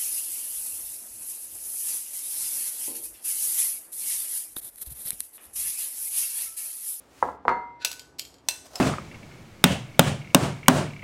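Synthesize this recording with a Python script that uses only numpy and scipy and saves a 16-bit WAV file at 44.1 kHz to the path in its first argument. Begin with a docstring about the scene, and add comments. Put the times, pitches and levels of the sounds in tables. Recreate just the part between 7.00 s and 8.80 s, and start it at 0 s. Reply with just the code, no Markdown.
"""A serving bowl slides over a wooden board, knocks down twice and rings as it rocks free.
Steel tongs scrape along the rim of a glass bowl, clink on it and spring open with a rattle.
They strike the inner wall, then dig into moist vegetables that rustle and shift in the
bowl's hollow, and a last light clink rings out. Throughout, a small kitchen hums faintly
and answers each blow."""
import sys
import numpy as np
from scipy import signal
from scipy.fft import rfft, irfft
from scipy.io import wavfile

SR = 44100
rng = np.random.default_rng(int(sys.argv[2]) if len(sys.argv) > 2 else 0)


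def unload_wav(signal):
    """Save mono or channel-first audio to the path in sys.argv[1] as 16-bit WAV at rate SR, clipped to [-1, 1]."""
    wavfile.write(
        sys.argv[1],
        SR,
        np.round(np.clip(np.atleast_2d(signal).T, -1, 1) * 32767).astype(np.int16),
    )


N = 79380

# glass bowl modes, tongs against it: (frequency [Hz], rim level [dB], inner wall level [dB], t60 [s])
GLASS_MODES = [(1497, -46, -50, .75), (2677, -38, -28, .21), (3580, -48, -39, .1), (4126, -42, -42, .1),
               (4226, -50, -37, .15), (4886, -40, -41, .24), (5550, -43, -37, .2), (5821, -36, -40, .2),
               (6070, -46, -33.5, .15), (7735, -41, -45, .12), (8411, -54, -33, .18), (9290, -45, -42, .21),
               (12560, -43, -48, .15), (14063, -58, -31, .1), (15555, -62, -37, .09)]


def amp(db):
    """Decibels to gain."""
    return 10 ** (np.asarray(db) / 20)


def unit(x):
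    """Scales to an rms of one."""
    return x / np.sqrt(np.mean(x ** 2) + 1e-20)


def read(points, hz):
    """Reads a curve along a log-frequency axis."""
    f, value = np.transpose(points)
    return np.interp(np.log(hz + 1), np.log(f + 1), value)


def add(mix, s, sound):
    """Mixes a sound in at s seconds."""
    part = mix[round(s * SR):][:len(sound)]
    part += sound[:len(part)]


def colour(x, spectrum, size=4096):
    """Minimum-phase EQ of unit energy: the spectrum sets the tone, not the level."""
    log_gain = np.log(amp(read(spectrum, abs(np.fft.fftfreq(size, 1 / SR)))))
    response = np.exp(np.conj(signal.hilbert(log_gain)))
    taps = np.fft.ifft(response).real[:size // 2]
    return signal.fftconvolve(x, taps / np.linalg.norm(taps))[:len(x)]


def ring(modes):
    """Decaying sines of a struck body."""
    t = np.arange(N) / SR
    return sum(amp(db - 60 * t / t60) * np.sin(2 * np.pi * hz * t) for hz, db, t60 in modes)


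def ring_at(modes, place):
    """Rings modes whose strength depends on the place struck, from rim (0) to inner wall (1)."""
    return ring([(hz, (1 - place) * rim_db + place * wall_db, t60) for hz, rim_db, wall_db, t60 in modes])


def crack(spectrum, decay_s, attack_s=0.00044):
    """Hard contact: a dense, quickly dying burst, whitened and then coloured."""
    t = np.arange(N) / SR
    envelope = amp(-60 * t / decay_s) * (1 - np.exp(-t / attack_s))
    bins = rfft(rng.choice([-1., 1.], N) * envelope)
    burst = irfft(bins / (abs(bins) + 1e-9), N) * np.exp(-(t / decay_s) ** 2)
    return colour(burst / np.linalg.norm(burst), spectrum)


def rub(stroke, spectrum, grain_db, fade_db_per_s=300):
    """Friction noise that fades outside its stroke; more grain makes the tiny slips more uneven."""
    t = np.arange(N) / SR
    times, db = np.transpose(stroke)
    outside_s = np.maximum(times[0] - t, 0) + np.maximum(t - times[-1], 0)
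    slips = rng.standard_normal(N) * amp(grain_db * np.minimum(rng.exponential(1, N), 7))
    return unit(colour(slips, spectrum)) * amp(np.interp(t, times, db) - fade_db_per_s * outside_s)


def room_tone():
    """Steady ventilation and appliance hum."""
    # ventilation rumble: (frequency [Hz], gain [dB])
    air_eq = [(15, -44), (36, -20), (60, -2), (130, 0), (200, -6.5), (290, -0.5), (450, -2.5), (700, -6),
              (1200, -11.5), (2500, -22), (5000, -32), (10000, -46), (16000, -58.5)]
    # appliance tones: (frequency [Hz], level [dB])
    hum_tones = [(60, -72), (271, -69)]
    t = np.arange(N) / SR
    hum = sum(amp(db) * unit(np.sin(2 * np.pi * (hz * t + rng.random()))) for hz, db in hum_tones)
    return hum + amp(-58.5) * unit(colour(rng.standard_normal(N), air_eq))


def kitchen_reverb(x, size=256):
    """Quick echoes off the counter and walls, then a diffuse tail that dies band by band."""
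    # diffuse tail: (frequency [Hz], t60 [s], level [dB])
    bands = [(80, 0.34, 4), (249, 0.6, 6.5), (590, 0.23, -3), (1180, 0.48, -11), (2520, 0.37, -7.5),
             (4970, 0.48, -12), (8950, 0.4, -7), (16000, 0.28, -11)]
    # single echoes off nearby walls: (delay [s], level [dB])
    slaps = [(.0115, -23), (.0235, -17.5)]
    predelay_s, early_db, early_t60_s = .005, -14, 0.051
    hz, t, noise = signal.stft(rng.standard_normal(SR), SR, nperseg=size)
    t60 = read([(f, decay) for f, decay, _ in bands], hz)[:, None]
    late_db = read([(f, db) for f, _, db in bands], hz)[:, None]
    late_power = amp(late_db - 60 * t / t60) ** 2 / t60
    early_power = amp(early_db - 60 * t / early_t60_s) ** 2 / early_t60_s
    envelope = np.sqrt((early_power + late_power) * 2 * np.log(1000) / SR)
    tail = signal.istft(noise * envelope, SR, nperseg=size)[1]
    wet = np.zeros(N)
    add(wet, predelay_s, signal.fftconvolve(x, tail))
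    for delay_s, db in slaps:
        add(wet, delay_s, amp(db) * x)
    return wet


def bowl_slide():
    """The serving bowl rubs over the wooden board in one soft swell."""
    # push across the board: (time [s], level [dB])
    stroke = [(0, -64), (0.08, -66), (0.15, -58.5), (0.22, -53), (0.29, -59), (0.35, -68), (0.42, -100)]
    # friction on wood: (frequency [Hz], gain [dB])
    wood_eq = [(200, -18), (900, 3.5), (2500, 2), (4000, -2), (7000, -2), (9500, -6), (13000, -11),
               (16000, -12.5)]
    return rub(stroke, wood_eq, grain_db=2.5)


def vegetables():
    """Moist vegetables rustle under the tongs, and the bowl's hollow sounds as they shift."""
    # tongs digging in: (time [s], level [dB])
    rustle = [(1.52, -51.5), (1.62, -75), (1.66, -51.5), (1.70, -61), (1.73, -55), (1.76, -48.5),
              (1.8, -46.5)]
    # wet rustle: (frequency [Hz], gain [dB])
    rustle_eq = [(300, -15), (1200, -1), (2000, -4.5), (3500, -4), (5500, -1), (8000, -7), (12000, -9.5),
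                 (16000, -18)]
    # food shifting: (time [s], level [dB])
    shift = [(1.58, -76), (1.63, -77), (1.66, -51), (1.69, -62), (1.73, -53.5), (1.76, -39), (1.8, -57)]
    # hollow of the glass bowl: (frequency [Hz], gain [dB])
    hollow_eq = [(150, -32.5), (450, -5), (630, 10), (850, -2), (1300, -8), (2500, -43), (8000, -59)]
    return rub(rustle, rustle_eq, grain_db=3.5) + rub(shift, hollow_eq, grain_db=2.5)


def foot_grit():
    """The serving bowl's foot grinds faintly as it settles."""
    # settling: (time [s], level [dB])
    stroke = [(0.48, -71.5), (0.494, -50.5), (0.503, -68.5), (0.55, -85.5)]
    # fine, bright grit: (frequency [Hz], gain [dB])
    grit_eq = [(2000, -15), (5000, 6), (8800, -3), (10000, -5), (12000, -14), (16000, -17.5)]
    return rub(stroke, grit_eq, grain_db=0)


def bowl_knocks():
    """Each knock thuds in board and counter and cracks at the foot; the bowl rings up as it rocks free."""
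    # bowl meets board: (time [s], thud [dB], thud cutoff [Hz], board pitch [ratio], crack [dB], ring [dB])
    knocks = [(0.2254, 1.5, 1960, 0.98, -32, -38), (0.2858, -13.5, 1480, 1, -43.5, -35.5),
              (0.4514, -6, 615, 0.89, -28, -22.5), (0.4555, -6, 419, .94, -33.5, -43.5),
              (0.4808, -5, 2540, 1, -1, -0.5), (0.4924, -13.5, 1503, 0.92, -10.5, -37.5),
              (0.4990, -15, 908, 0.97, -12.5, -20), (0.5128, -9.5, 1510, 0.98, -21.5, -18.5),
              (0.5205, -11, 1200, 0.98, -47, -28)]
    # wooden board: (frequency [Hz], level [dB], t60 [s])
    board_modes = [(66.7, -47.5, .3), (281, -32, 0.056), (524, -16, 0.036), (710, -20, 0.017),
                   (950, 0.5, 0.015), (1370, -15, 0.031), (1673, -25, 0.052), (2048, -21.5, 0.024)]
    # longer boom of the counter: (frequency [Hz], level [dB], t60 [s])
    counter_modes = [(400, -46, .28), (497, -41, .28), (534, -47, .26), (600, -42, .3), (698, -35, .3),
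                     (767, -36, .28), (837, -37, .25), (881, -43, .22), (1070, -45, .2)]
    # ring of the serving bowl: (frequency [Hz], level [dB], t60 [s])
    bowl_modes = [(748, -29, .5), (910.5, -21, .28), (953, -17.5, .72), (1174, -35, .28), (1272, -28, .38),
                  (1360, -33, .42), (1445, -42, .3), (1696, -35, .36), (1964, -37, .26), (2083, -33, .72),
                  (3494, -55, .22), (3736, -55, .2), (4307, -46, .28), (5911, -58, .17), (6621, -61, .26),
                  (7068, -53, .14), (8064, -62, .17), (15560, -69, .18)]
    # crack of its hard foot: (frequency [Hz], gain [dB])
    foot_eq = [(60, -28), (300, -21), (660, -6), (1300, 0), (1780, -15.5), (2000, -12), (2650, -26.5),
               (3100, -33), (4450, -33.5), (7200, -61.5), (10000, -73), (16000, -86)]
    thud_rise_s, boom_rise_s, bowl_rise_s = .0016, .006, 0.043
    blows, rings = np.zeros((2, N))
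    t = np.arange(N) / SR
    attack = np.minimum(t / thud_rise_s, 1) ** 2
    boom = ring(counter_modes) * np.minimum(t / boom_rise_s, 1)
    bowl = ring(bowl_modes) * np.minimum(t / bowl_rise_s, 1)
    for s, thud_db, cutoff_hz, pitch, crack_db, ring_db in knocks:
        lowpass = signal.butter(2, cutoff_hz, fs=SR)
        thud = ring([(hz * pitch, db, t60) for hz, db, t60 in board_modes]) * attack
        foot = amp(crack_db + 11.5) * crack(foot_eq, decay_s=0.0055)
        add(blows, s, amp(thud_db) * signal.lfilter(*lowpass, thud) + foot)
        add(rings, s, amp(thud_db) * signal.lfilter(*lowpass, boom) + amp(ring_db) * bowl)
    return np.array([blows + foot_grit(), rings])


def tip_ping():
    """One tong tip rings briefly on the last clink."""
    # steel tip: (frequency [Hz], level [dB], t60 [s])
    tip_modes = [(5195, -27, .05), (7490, -37, .045), (7775, -38, .05)]
    blows, rings = np.zeros((2, N))
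    add(rings, 1.7563, ring(tip_modes))
    return np.array([blows, rings])


def rim_scrape():
    """Steel slips along the rim and sets the glass singing."""
    # drag before the first clink: (time [s], level [dB])
    stroke = [(0.785, -83), (0.802, -58.5), (0.818, -47), (0.828, -41), (0.846, -63), (0.852, -81)]
    # steel rubbing on glass: (frequency [Hz], gain [dB])
    scrape_eq = [(400, -37.5), (1200, -22), (1500, 6), (2100, -14), (2700, -3.5), (3200, -11), (4200, -2.5),
                 (5200, -14.5), (8000, -20), (8700, -32), (10000, -25), (16000, -42)]
    slips = rub(stroke, scrape_eq, grain_db=0)
    singing = amp(-1) * signal.fftconvolve(slips, ring_at(GLASS_MODES, place=0))[:N]
    return np.array([slips, singing])


def tongs_opening():
    """The lock lets go, the arms hit their stop and rattle; light taps are duller."""
    # lock and hinge hits: (time [s], level [dB])
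    snaps = [(0.9947, -13), (1.185, -19), (1.189, -12.5), (1.1942, -1.5), (1.251, -18.5), (1.341, -25.5),
             (1.3837, -32)]
    # steel arms: (frequency [Hz], level [dB], t60 [s])
    arm_modes = [(3060, -46, .14), (3185, -38, .16), (4297, -40, .12), (4715, -39, .11), (4900, -45, .2),
                 (5075, -44, .15), (5500, -45, .14), (7045, -35, .1), (7860, -39, .08)]
    # crack of steel on steel: (frequency [Hz], gain [dB])
    snap_eq = [(300, -28), (900, -30), (1800, -14), (2300, -3.5), (3100, -1.5), (3500, -2.5), (4500, 4.5),
               (5700, 1.5), (6250, -7.5), (7050, 4.5), (7400, -5.5), (7850, 2.5), (8600, -8.5),
               (10200, -10.5), (11300, -3.5), (12500, -5), (13000, -7), (13700, -6), (16000, -15)]
    light_tap_db, light_tap_hz, hz_per_db = -30, 6140, 350
    blows, rings = np.zeros((2, N))
    arms = ring(arm_modes)
    for s, db in snaps:
        cutoff_hz = light_tap_hz + hz_per_db * (db - light_tap_db)
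        lowpass = signal.butter(1, cutoff_hz, fs=SR)
        add(blows, s, amp(db - 1.5) * signal.lfilter(*lowpass, crack(snap_eq, decay_s=0.016)))
        add(rings, s, amp(db) * arms)
    return np.array([blows, rings])


def glass_clinks():
    """Steel strikes glass: a crack, a brief clang of the tips and the longer ring of the bowl."""
    # tong hits: (time [s], crack [dB], crack decay [s], clang [dB], ring [dB], place [0 rim, 1 wall])
    clinks = [(0.8477, 4, 0.037, -1, -1, 0), (0.9144, -11, 0.019, -18, -25, 0.67),
              (0.9285, -14.5, 0.02, -28, -46, 0.38), (1.486, 2, 0.013, 2, -4, 0.85),
              (1.7564, -11.5, 0.025, -26, -26, 0)]
    # steel tips on glass: (frequency [Hz], rim level [dB], inner wall level [dB], t60 [s])
    clang_modes = [(960, -31.5, -26.5, 0.017), (1765, -25, -38, 0.016), (2579, -17, -31, 0.024),
                   (3650, -20, -30, .022), (4105, -22.5, -13.5, 0.017), (4800, -24, -29, 0.033),
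                   (5700, -34, -20, 0.018), (6100, -30, -11.5, 0.021), (6700, -28, -28.5, .02),
                   (7830, -16.5, -22, 0.023), (8440, -48, -11.5, 0.015), (9230, -25.5, -24.5, 0.026),
                   (12500, -32, -20, .009)]
    # broad crack under the clang: (frequency [Hz], gain [dB])
    crack_eq = [(150, -43.5), (300, -31), (550, -7.5), (1200, -10), (3000, -4.5), (6500, 0), (8600, -14),
                (10000, -7.5), (10900, -4.5), (13000, -9), (16000, -14)]
    clang_rise_s = 0.00021
    blows, rings = np.zeros((2, N))
    attack = 1 - np.exp(-(np.arange(N) / SR / clang_rise_s) ** 2)
    for s, crack_db, decay_s, clang_db, ring_db, place in clinks:
        clang = amp(clang_db) * attack * ring_at(clang_modes, place)
        add(blows, s, amp(crack_db) * crack(crack_eq, decay_s) + clang)
        add(rings, s, amp(ring_db) * ring_at(GLASS_MODES, place))
    return np.array([blows, rings])


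def scene():
    """Blows feed the reverb fully and ringing more softly; the slide and the vegetables stay dry."""
    blows, rings = bowl_knocks() + rim_scrape() + glass_clinks() + tongs_opening() + tip_ping()
    rubbing = bowl_slide() + vegetables()
    reverb = kitchen_reverb(blows + amp(-7.5) * rings)
    return (blows + rings + rubbing + reverb + room_tone())[None]


def record(dry):
    """A steep low-pass trims the very top of the treble."""
    lowpass = signal.firwin(255, cutoff=16100, window=("kaiser", 9), fs=SR)
    return signal.oaconvolve(dry, lowpass[None], "same")


dry = scene()
out = record(dry)
unload_wav(out)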